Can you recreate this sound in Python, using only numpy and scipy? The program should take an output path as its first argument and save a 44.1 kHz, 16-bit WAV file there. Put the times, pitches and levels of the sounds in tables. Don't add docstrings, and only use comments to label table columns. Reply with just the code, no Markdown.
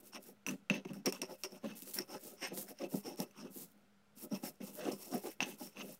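import sys
import numpy as np
from scipy import signal
from scipy.fft import rfft, irfft, next_fast_len
from scipy.io import wavfile

SR = 44100
rng = np.random.default_rng(int(sys.argv[2]) if len(sys.argv) > 2 else 0)


def gain_from_db(level_db):
    decades = np.asarray(level_db, float) / 20
    return 10 ** decades


def file_out(sig):
    cols = np.atleast_2d(sig).T
    lim = np.clip(cols, -1, 1)
    pcm = np.round(lim * 32767).astype(np.int16)
    wavfile.write(sys.argv[1], SR, pcm)


N = 264159

# peak t/s, swell t/s, fade t/s, stone level/dB, spice level/dB
DRAGS = [(.153, 0.039, 0.042, -52, -67), (.935, 0.0053, 0.087, -62, -67),
         (1.325, 0.064, 0.056, -61.5, -63.5), (1.55, 0.068, .06, -63.5, -67.5),
         (1.986, 0.034, 0.07, -50.5, -64), (2.135, 0.076, 0.071, -54.5, -60),
         (2.432, 0.028, 0.079, -42.5, -75), (2.455, .12, .03, -58, -76), (2.692, 0.035, 0.051, -59, -55.5),
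         (2.83, .1, 0.039, -60.5, -82), (2.95, 0.08, 0.09, -62.5, -52), (3.081, 0.065, .085, -55, -59.5),
         (3.217, 0.058, 0.041, -52, -52.5), (3.385, 0.039, 0.11, -58.5, -74), (4.24, 0.1, 0.03, -63, -54),
         (4.35, 0.057, 0.054, -54.5, -60.5), (4.46, 0.048, 0.063, -54.5, -49.5),
         (5.04, .12, 0.12, -62.5, -56), (5.14, .05, 0.099, -57, -53.5), (5.265, 0.079, 0.072, -68, -57.5),
         (5.625, 0.063, 0.1, -58.5, -54)]
# peak t/s, swell t/s, fade t/s, stone level/dB, spice level/dB
SLIPS = [
    (.75, 0.022, 0.039, -50.5, -61.5),
    (.895, 0.045, .045, -63.5, -74),
    (1.69, 0.088, .1, -58.5, -67.5),
    (2.53, 0.06, 0.014, -61, -84),
    (2.85, 0.096, 0.035, -60, -67),
    (3.46, 0.2, 0.054, -67.5, -78),
    (4.885, 0.18, 0.07, -56, -60.5),
    (5.48, 0.035, 0.11, -60.5, -57),
    (5.81, 0.075, 0.028, -51.5, -68),
]
# peak t/s, swell t/s, fade t/s, stone level/dB, spice level/dB
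SWEEPS = [(4.405, 0.033, .03, -80, -66), (.005, 0.0076, 0.017, -75, -65),
          (.075, 0.073, 0.048, -72.5, -62.5), (.278, 0.1, 0.064, -71, -60.5),
          (1.41, 0.058, 0.1, -76, -67.5), (1.772, 0.025, 0.12, -68, -55.5),
          (1.888, 0.075, 0.084, -67.5, -53.5), (1.946, .02, 0.081, -71, -46),
          (2.275, 0.12, .11, -69.5, -55.5), (2.59, 0.077, 0.088, -67, -46), (3.24, .03, 0.23, -87, -85),
          (3.59, 0.11, 0.11, -76, -54.5), (3.62, .03, 0.043, -70, -52), (3.72, .09, 0.026, -86, -76),
          (3.77, .03, 0.21, -94, -89), (4.52, 0.042, 0.16, -88, -93), (4.668, 0.075, 0.079, -63, -56),
          (4.777, 0.077, 0.056, -77, -53.5), (5.3, 0.12, 0.061, -62.5, -57), (5.72, .04, .05, -71, -74),
          (5.88, 0.16, 0.13, -66, -60.5), (5.94, 0.092, 0.03, -77, -59)]
# t/s, fade t/s, stone level/dB, spice level/dB
DROPS = [
    (.466, 0.11, -55, -55),
    (.7, 0.12, -48.5, -79),
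    (.851, 0.016, -58, -83),
    (1.125, 0.097, -56, -60.5),
    (4.607, 0.078, -61.5, -80),
    (5.405, 0.073, -41, -61.5),
]
# t/s, fade t/s, stone level/dB, spice level/dB
STAMPS = [
    (1.058, 0.072, -43.5, -59),
    (1.217, 0.066, -47, -96),
    (1.438, 0.032, -41.5, -57),
    (1.822, 0.026, -78, -57),
    (4.916, 0.075, -56.5, -55.5),
]
# pestle ring level/dB, bowl drag level/dB, coarse spice level/dB
DRAG_SHARE = (-7, 0, -8.5)
SLIP_SHARE = (0, -11.5, -6)
SWEEP_SHARE = (-4.2, -3, -9)
DROP_SHARE = (0, -12.5, -3.5)
STAMP_SHARE = (-11, 0, -3)


def gestures():
    landing_s = 0.002
    drops = [(s, landing_s, *rest) for s, *rest in DROPS]
    stamps = [(s, landing_s, *rest) for s, *rest in STAMPS]
    kinds = [(DRAGS, DRAG_SHARE), (SLIPS, SLIP_SHARE), (SWEEPS, SWEEP_SHARE),
             (drops, DROP_SHARE), (stamps, STAMP_SHARE)]
    strokes = []
    for moves, (ring_db, bowl_db, coarse_db) in kinds:
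        for peak_s, swell_s, fade_s, stone_db, spice_db in moves:
            levels_db = (stone_db + ring_db, stone_db + bowl_db, spice_db + coarse_db, spice_db)
            strokes.append((peak_s - swell_s, swell_s, fade_s, *levels_db))
    return in_time(strokes)


# f/Hz, width f/Hz, level/dB
BOWL_MODES = [(3980, 320, -49), (5236, 93, 2.5), (5295, 85, -1), (5535, 120, 5), (5820, 140, -27),
              (5780, 420, -19), (8600, 260, -8.5), (8960, 360, -9.5), (13800, 800, -17)]
# f/Hz, width f/Hz, level/dB
RASP_ZONES = [(710, 480, 1), (1200, 750, 1), (1880, 900, 2), (2790, 1400, 2), (3580, 1800, 1),
              (5500, 2900, -3)]
# f/Hz, level/dB per Hz
RASP_SPECTRUM = [(500, -7.5), (900, 1.5), (1500, -0.5), (2500, -5.5), (4000, -11.5), (8000, -46),
                 (16000, -49)]


def drag(bowl_db, ring_db):
    contacts = grit(per_s=2300.0, spread_db=4.0, clump_db=-0.5, clump_hz=60.0)
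    ring = rms_one(wander(contacts, BOWL_MODES, wander_db=3.0, wander_hz=27.0))
    turning = wander(contacts, RASP_ZONES, wander_db=3.5, wander_hz=8.6)
    rasp = rms_one(colour(turning, RASP_SPECTRUM))
    rasp_level = np.hypot(gain_from_db(bowl_db - 5.5), gain_from_db(ring_db - 2.0))
    return gain_from_db(bowl_db) * ring + rasp_level * rasp


# f/Hz, width f/Hz, level/dB
PESTLE_MODES = [(2180, 150, 1), (2520, 34, 0.5), (2592, 46, 14), (2645, 36, 20.5), (2775, 500, 11),
                (6300, 250, 7.5), (9660, 580, -24.5), (13900, 270, -29)]


def pestle(ring_db):
    taps = grit(per_s=1400.0, spread_db=-3.5, clump_db=2.5, clump_hz=51.0)
    return played(ring_db, taps, lambda x: resonate(x, PESTLE_MODES))


# f/Hz, level/dB per Hz
COARSE_SPECTRUM = [(900, -46), (2500, -14), (4000, -5.5), (7500, 0), (9500, -2.5), (12000, -21.5)]
# f/Hz, level/dB per Hz
FINE_SPECTRUM = [(6000, -20.5), (9000, -8.5), (13000, -4), (15700, -6), (16500, -33.5)]


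def crunch(coarse_db, fine_db):
    snaps = gain_from_db(-11.0) * rms_one(grit(per_s=200.0, spread_db=3.2, clump_db=2.5, clump_hz=15.0))
    coarse = rms_one(grit(per_s=4600.0, spread_db=3.5, clump_db=3.0, clump_hz=38.3))
    fine = rms_one(grit(per_s=24000.0, spread_db=7.5, clump_db=2.0, clump_hz=50.0))
    dull = gain_from_db(coarse_db + 3.0) * rms_one(colour(coarse + snaps, COARSE_SPECTRUM))
    bright = gain_from_db(fine_db) * rms_one(colour(fine + snaps, FINE_SPECTRUM))
    return dull + bright


# t/s, low mode level/dB, upper mode level/dB, snap level/dB
PESTLE_KNOCKS = [(.465, -36, -45.5, -57), (0.4863, -37, -45.5, -65), (0.4927, -41.5, -47, -67),
                 (0.6996, -25.5, -49, -56), (0.7045, -36, -76, -78), (0.7409, -39.5, -60, -65),
                 (.85, -56.5, -69, -68), (3.3106, -69, -70.5, -69.5), (4.6042, -78, -75, -77),
                 (5.4049, -28, -72, -67), (5.428, -34.5, -42.5, -60), (5.46, -60, -72, -60),
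                 (5.7703, -48, -77, -74)]
# t/s, low mode level/dB, upper mode level/dB, snap level/dB
BOWL_KNOCKS = [(0.134, -58.5, -65, -84), (0.934, -59, -76, -61), (1.059, -45, -42.5, -39),
               (1.065, -45, -40, -41.5), (1.0788, -66, -57, -62), (1.0984, -57, -62, -54),
               (1.1243, -43, -46.5, -43), (1.1487, -62, -56, -61), (1.2176, -40, -42.5, -43),
               (1.3179, -75, -73, -67), (1.4359, -44.5, -44, -42.5), (1.5214, -75, -61, -67),
               (1.9874, -52, -39.5, -41.5), (2.426, -48, -65, -65), (2.788, -72, -58, -75),
               (2.917, -70, -80, -68), (3.159, -81, -82, -59), (3.2021, -63, -47, -43),
               (4.327, -61, -57, -76), (4.439, -53, -66, -68), (5.244, -77, -81, -66)]
# t/s, snap level/dB
CRACKS = [(0.241, -66), (0.511, -47.5), (1.7533, -59), (1.8214, -49), (1.8756, -51.5), (1.913, -56),
          (1.938, -53), (2.2264, -78), (2.568, -54), (2.575, -45), (3.5578, -62), (3.719, -68),
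          (3.7774, -76), (4.297, -70), (4.558, -73), (5.226, -64), (5.6725, -51)]


def blows():
    pestle_hz, bowl_hz, spread_hz = 5960, 5543, 60
    cracks = [(s, snap_db - 36, snap_db - 27, snap_db) for s, snap_db in CRACKS]
    rows = [(*row, bowl_hz) for row in BOWL_KNOCKS]
    rows += [(*row, pestle_hz) for row in PESTLE_KNOCKS + cracks]
    return [(*row, hz + spread_hz * rng.standard_normal()) for *row, hz in rows]


def hits():
    out, thumps = np.zeros(N + SR), np.zeros(N)
    t = np.arange(SR // 20) / SR
    bright = signal.butter(1, 2500.0, "high", fs=SR, output="sos")
    for s, low_db, upper_db, snap_db, upper_hz in blows():
        noise = signal.sosfilt(bright, rng.standard_normal(len(t)))
        low = gain_from_db(low_db + 7.5 - 60 * t / 0.017) * np.sin(2 * np.pi * 2670.0 * t)
        upper = gain_from_db(upper_db + 11.5 - 60 * t / 0.023) * np.sin(2 * np.pi * upper_hz * t)
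        snap = gain_from_db(snap_db + 11.0 - 60 * t / 0.0062)
        scatter = gain_from_db((snap_db + upper_db) / 2 - 5.0 - 60 * t / 0.03)
        at = round(s * SR)
        out[at:at + len(t)] += low + upper + noise * (snap + scatter)
        thumps[at] = gain_from_db(low_db + 28.5)
    body = TABLE_MODES + MORTAR_MODES + [(1580, 460, -35.5), (3100, 760, -17.0)]
    return out[:N] + resonate(thumps + 1e-18, body)


# t/s, peak level/dB
THUDS = [(0.853, -42), (0.91, -30), (1.64, -45), (2.94, -15), (3.198, -16.5), (3.462, -35.5), (4.165, -52),
         (4.333, -36), (4.605, -29), (4.926, -27.5), (5.806, -38)]


def thuds():
    pushes = np.zeros(N)
    for s, peak_db in THUDS:
        pushes[round(s * SR)] = gain_from_db(peak_db + 29.5)
    soft = np.exp(-2 * np.pi * 510.0 / SR)
    pushes = signal.lfilter([1 - soft], [1, -soft], pushes + 1e-18)
    return resonate(pushes, TABLE_MODES + MORTAR_MODES)


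# peak t/s, length t/s, table top level/dB, mortar body level/dB
JOLTS = [(.005, 0.22, -70, -67.5), (.478, 0.15, -41.5, -54), (.701, 0.028, -31.5, -36.5),
         (.735, 0.12, -45.5, -46.5), (.852, 0.029, -43, -51), (.91, 0.19, -46, -59),
         (.951, 0.043, -44, -50.5), (1.1, 0.18, -53, -52.5), (1.218, 0.048, -43, -43),
         (1.44, 0.046, -76, -43.5), (1.521, 0.11, -55.5, -53.5), (1.65, 0.22, -46, -50),
         (1.826, 0.061, -52, -59), (1.875, 0.18, -66, -60.5), (2.51, .25, -48, -46.5),
         (2.69, 0.085, -53, -51), (2.81, 0.12, -48.5, -43.5), (2.93, 0.092, -39.5, -44),
         (3.065, 0.16, -50.5, -45.5), (3.19, 0.093, -40, -38), (3.68, 0.28, -68.5, -84),
         (4.168, 0.046, -55.5, -75), (4.325, .12, -44, -49), (4.436, 0.12, -49.5, -49.5),
         (4.61, 0.089, -46, -53), (4.68, 0.15, -55.5, -61.5), (4.93, 0.046, -47, -54),
         (5.015, 0.49, -63, -58), (5.244, 0.075, -50.5, -42), (5.42, 0.21, -44, -47.5)]
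# peak t/s, length t/s, table top level/dB, mortar body level/dB
LEANS = [(.175, 0.091, -57.5, -53), (.3, 0.2, -66, -66), (1.072, 0.046, -35.5, -33),
         (1.32, 0.12, -58.5, -51.5), (1.99, 0.089, -48, -40.5), (2.145, 0.13, -55.5, -45.5),
         (2.3, 0.16, -56, -49), (2.45, 0.11, -57, -49.5), (3.45, 0.22, -50, -54), (3.62, 0.16, -52, -58),
         (3.78, .044, -90, -68.5), (3.843, 0.047, -62, -69.5), (4.245, 0.11, -56.5, -55),
         (4.88, 0.22, -49.5, -42), (5.155, 0.1, -46, -46), (5.655, 0.13, -50, -50.5),
         (5.81, .12, -45.5, -44), (5.89, 0.19, -55, -59)]


def weight():
    strokes = []
    for rows, share in [(JOLTS, 0.19), (LEANS, 0.65)]:
        for peak_s, length_s, *levels_db in rows:
            swell_s = share * length_s
            strokes.append((peak_s - swell_s, swell_s, (1 - share) * length_s, *levels_db))
    return in_time(strokes)


# f/Hz, width f/Hz, level/dB
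TABLE_MODES = [(152.5, 28.7, -4.5), (195.8, 21.5, 6), (268.3, 42.5, 0.5)]
# f/Hz, width f/Hz, level/dB
MORTAR_MODES = [(344.5, 83, -1.5), (383.4, 27, 2), (417.1, 14, -4.5), (516.7, 40.3, -2), (539, 23.4, -3),
                (602.7, 22.5, -2), (714.6, 27, -9), (843, 71, -11.5), (1016, 15, -19), (1289, 35, -16.5)]


def table(top_db, body_db):
    bumps = grit(per_s=1200.0, spread_db=1.5, clump_db=4.0, clump_hz=25.0)
    floor_cut = signal.butter(2, 140.0, "high", fs=SR, output="sos")

    def top(x):
        return signal.sosfilt(floor_cut, resonate(x, TABLE_MODES))

    def body(x):
        return signal.sosfilt(floor_cut, wander(x, MORTAR_MODES, wander_db=3.5, wander_hz=8.0))

    return played(top_db, bumps, top) + played(body_db, bumps, body)


# f/Hz, level/dB per Hz
AIR_SPECTRUM = [(35, -45.5), (60, -14.5), (161, -8), (199, -9.5), (366, -20), (442, -11), (659, -14.5),
                (1190, -21), (1370, -13.5), (1690, -21.5), (1990, -21), (2240, -22), (16500, -39.5)]


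def room_tone():
    hum_hz = 203 + 6.0 * drift(12.0)
    hum = np.sin(2 * np.pi * np.cumsum(hum_hz) / SR) * gain_from_db(1.5 * drift(6.0))
    air = rms_one(colour(rng.standard_normal(N), AIR_SPECTRUM))
    return gain_from_db(-73.5) * air + gain_from_db(-72) * hum


def in_time(strokes):
    t, power = np.arange(N) / SR, 1e-14
    for s, swell_s, fade_s, *levels_db in strokes:
        swell = np.sin(np.pi / 2 * np.clip((t - s) / max(swell_s, 1 / SR), 0, 1))
        fade = np.cos(np.pi / 2 * np.clip((t - s - swell_s) / max(fade_s, 1 / SR), 0, 1))
        power = power + np.outer(gain_from_db(np.array(levels_db)) ** 2, (swell * fade) ** 4)
    settle_s, settle_db = 0.023, -16.5
    r = np.exp(-1 / (settle_s * SR))
    settling = signal.lfilter([1 - r], [1, -r], power)
    return 10 * np.log10(power + gain_from_db(settle_db) ** 2 * settling)


def grit(per_s, spread_db, clump_db, clump_hz):
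    sizes = gain_from_db(spread_db * np.minimum(rng.exponential(1, N), 4)) * rng.choice([-1, 1], N)
    born = rng.random(N) < per_s / SR
    return sizes * born * gain_from_db(clump_db * drift(clump_hz)) + 1e-18


def resonate(x, modes):
    out = 0
    for k, (hz, width_hz, level_db) in enumerate(modes):
        r = np.exp(-np.pi * width_hz / SR)
        gain = (1 - r * r) / 2 * gain_from_db(level_db) * (-1) ** k
        poles = [1, -2 * r * np.cos(2 * np.pi * hz / SR), r * r]
        out = out + signal.lfilter([gain, 0, -gain], poles, x)
    return out


def wander(x, modes, wander_db, wander_hz):
    out = 0
    for k, mode in enumerate(modes):
        moving = x * gain_from_db(wander_db * drift(wander_hz))
        out = out + (-1) ** k * resonate(moving, [mode])
    return out


def played(level_db, drive, body):
    return body(gain_from_db(level_db) * drive) / np.sqrt(np.mean(body(drive) ** 2))


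def colour(x, spectrum):
    size = next_fast_len(N)
    hz, level_db = np.transpose(spectrum)
    grid = np.arange(size // 2 + 1) * SR / size + 1
    gain = gain_from_db(np.interp(np.log(grid), np.log(hz), level_db))
    return irfft(rfft(x, size) * gain, size)[:N]


def drift(rate_hz):
    r = np.exp(-2 * np.pi * rate_hz / SR)
    slow = signal.lfilter([1], [1, -2 * r, r * r], rng.standard_normal(N + SR))
    return rms_one(slow[SR:])


def rms_one(x):
    return x / np.sqrt(np.mean(x ** 2) + 1e-20)


def scene():
    ring_db, drag_db, coarse_db, fine_db = gestures()
    top_db, body_db = weight()
    grind = drag(drag_db, ring_db) + pestle(ring_db) + crunch(coarse_db, fine_db)
    mortar = grind + hits() + thuds() + table(top_db, body_db)
    bass_cut = signal.butter(2, 70.0, "high", fs=SR, output="sos")
    top_cut = signal.cheby2(20, 45, 16000.0, fs=SR, output="sos")
    return signal.sosfilt(top_cut, signal.sosfilt(bass_cut, mortar) + room_tone())[None]


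def band_limit(x):
    return signal.sosfilt(signal.butter(12, 16810, fs=SR, output="sos"), x)


def record(dry):
    mix = dry - 0.0002
    return band_limit(mix)


dry = scene()
out = record(dry)
file_out(out)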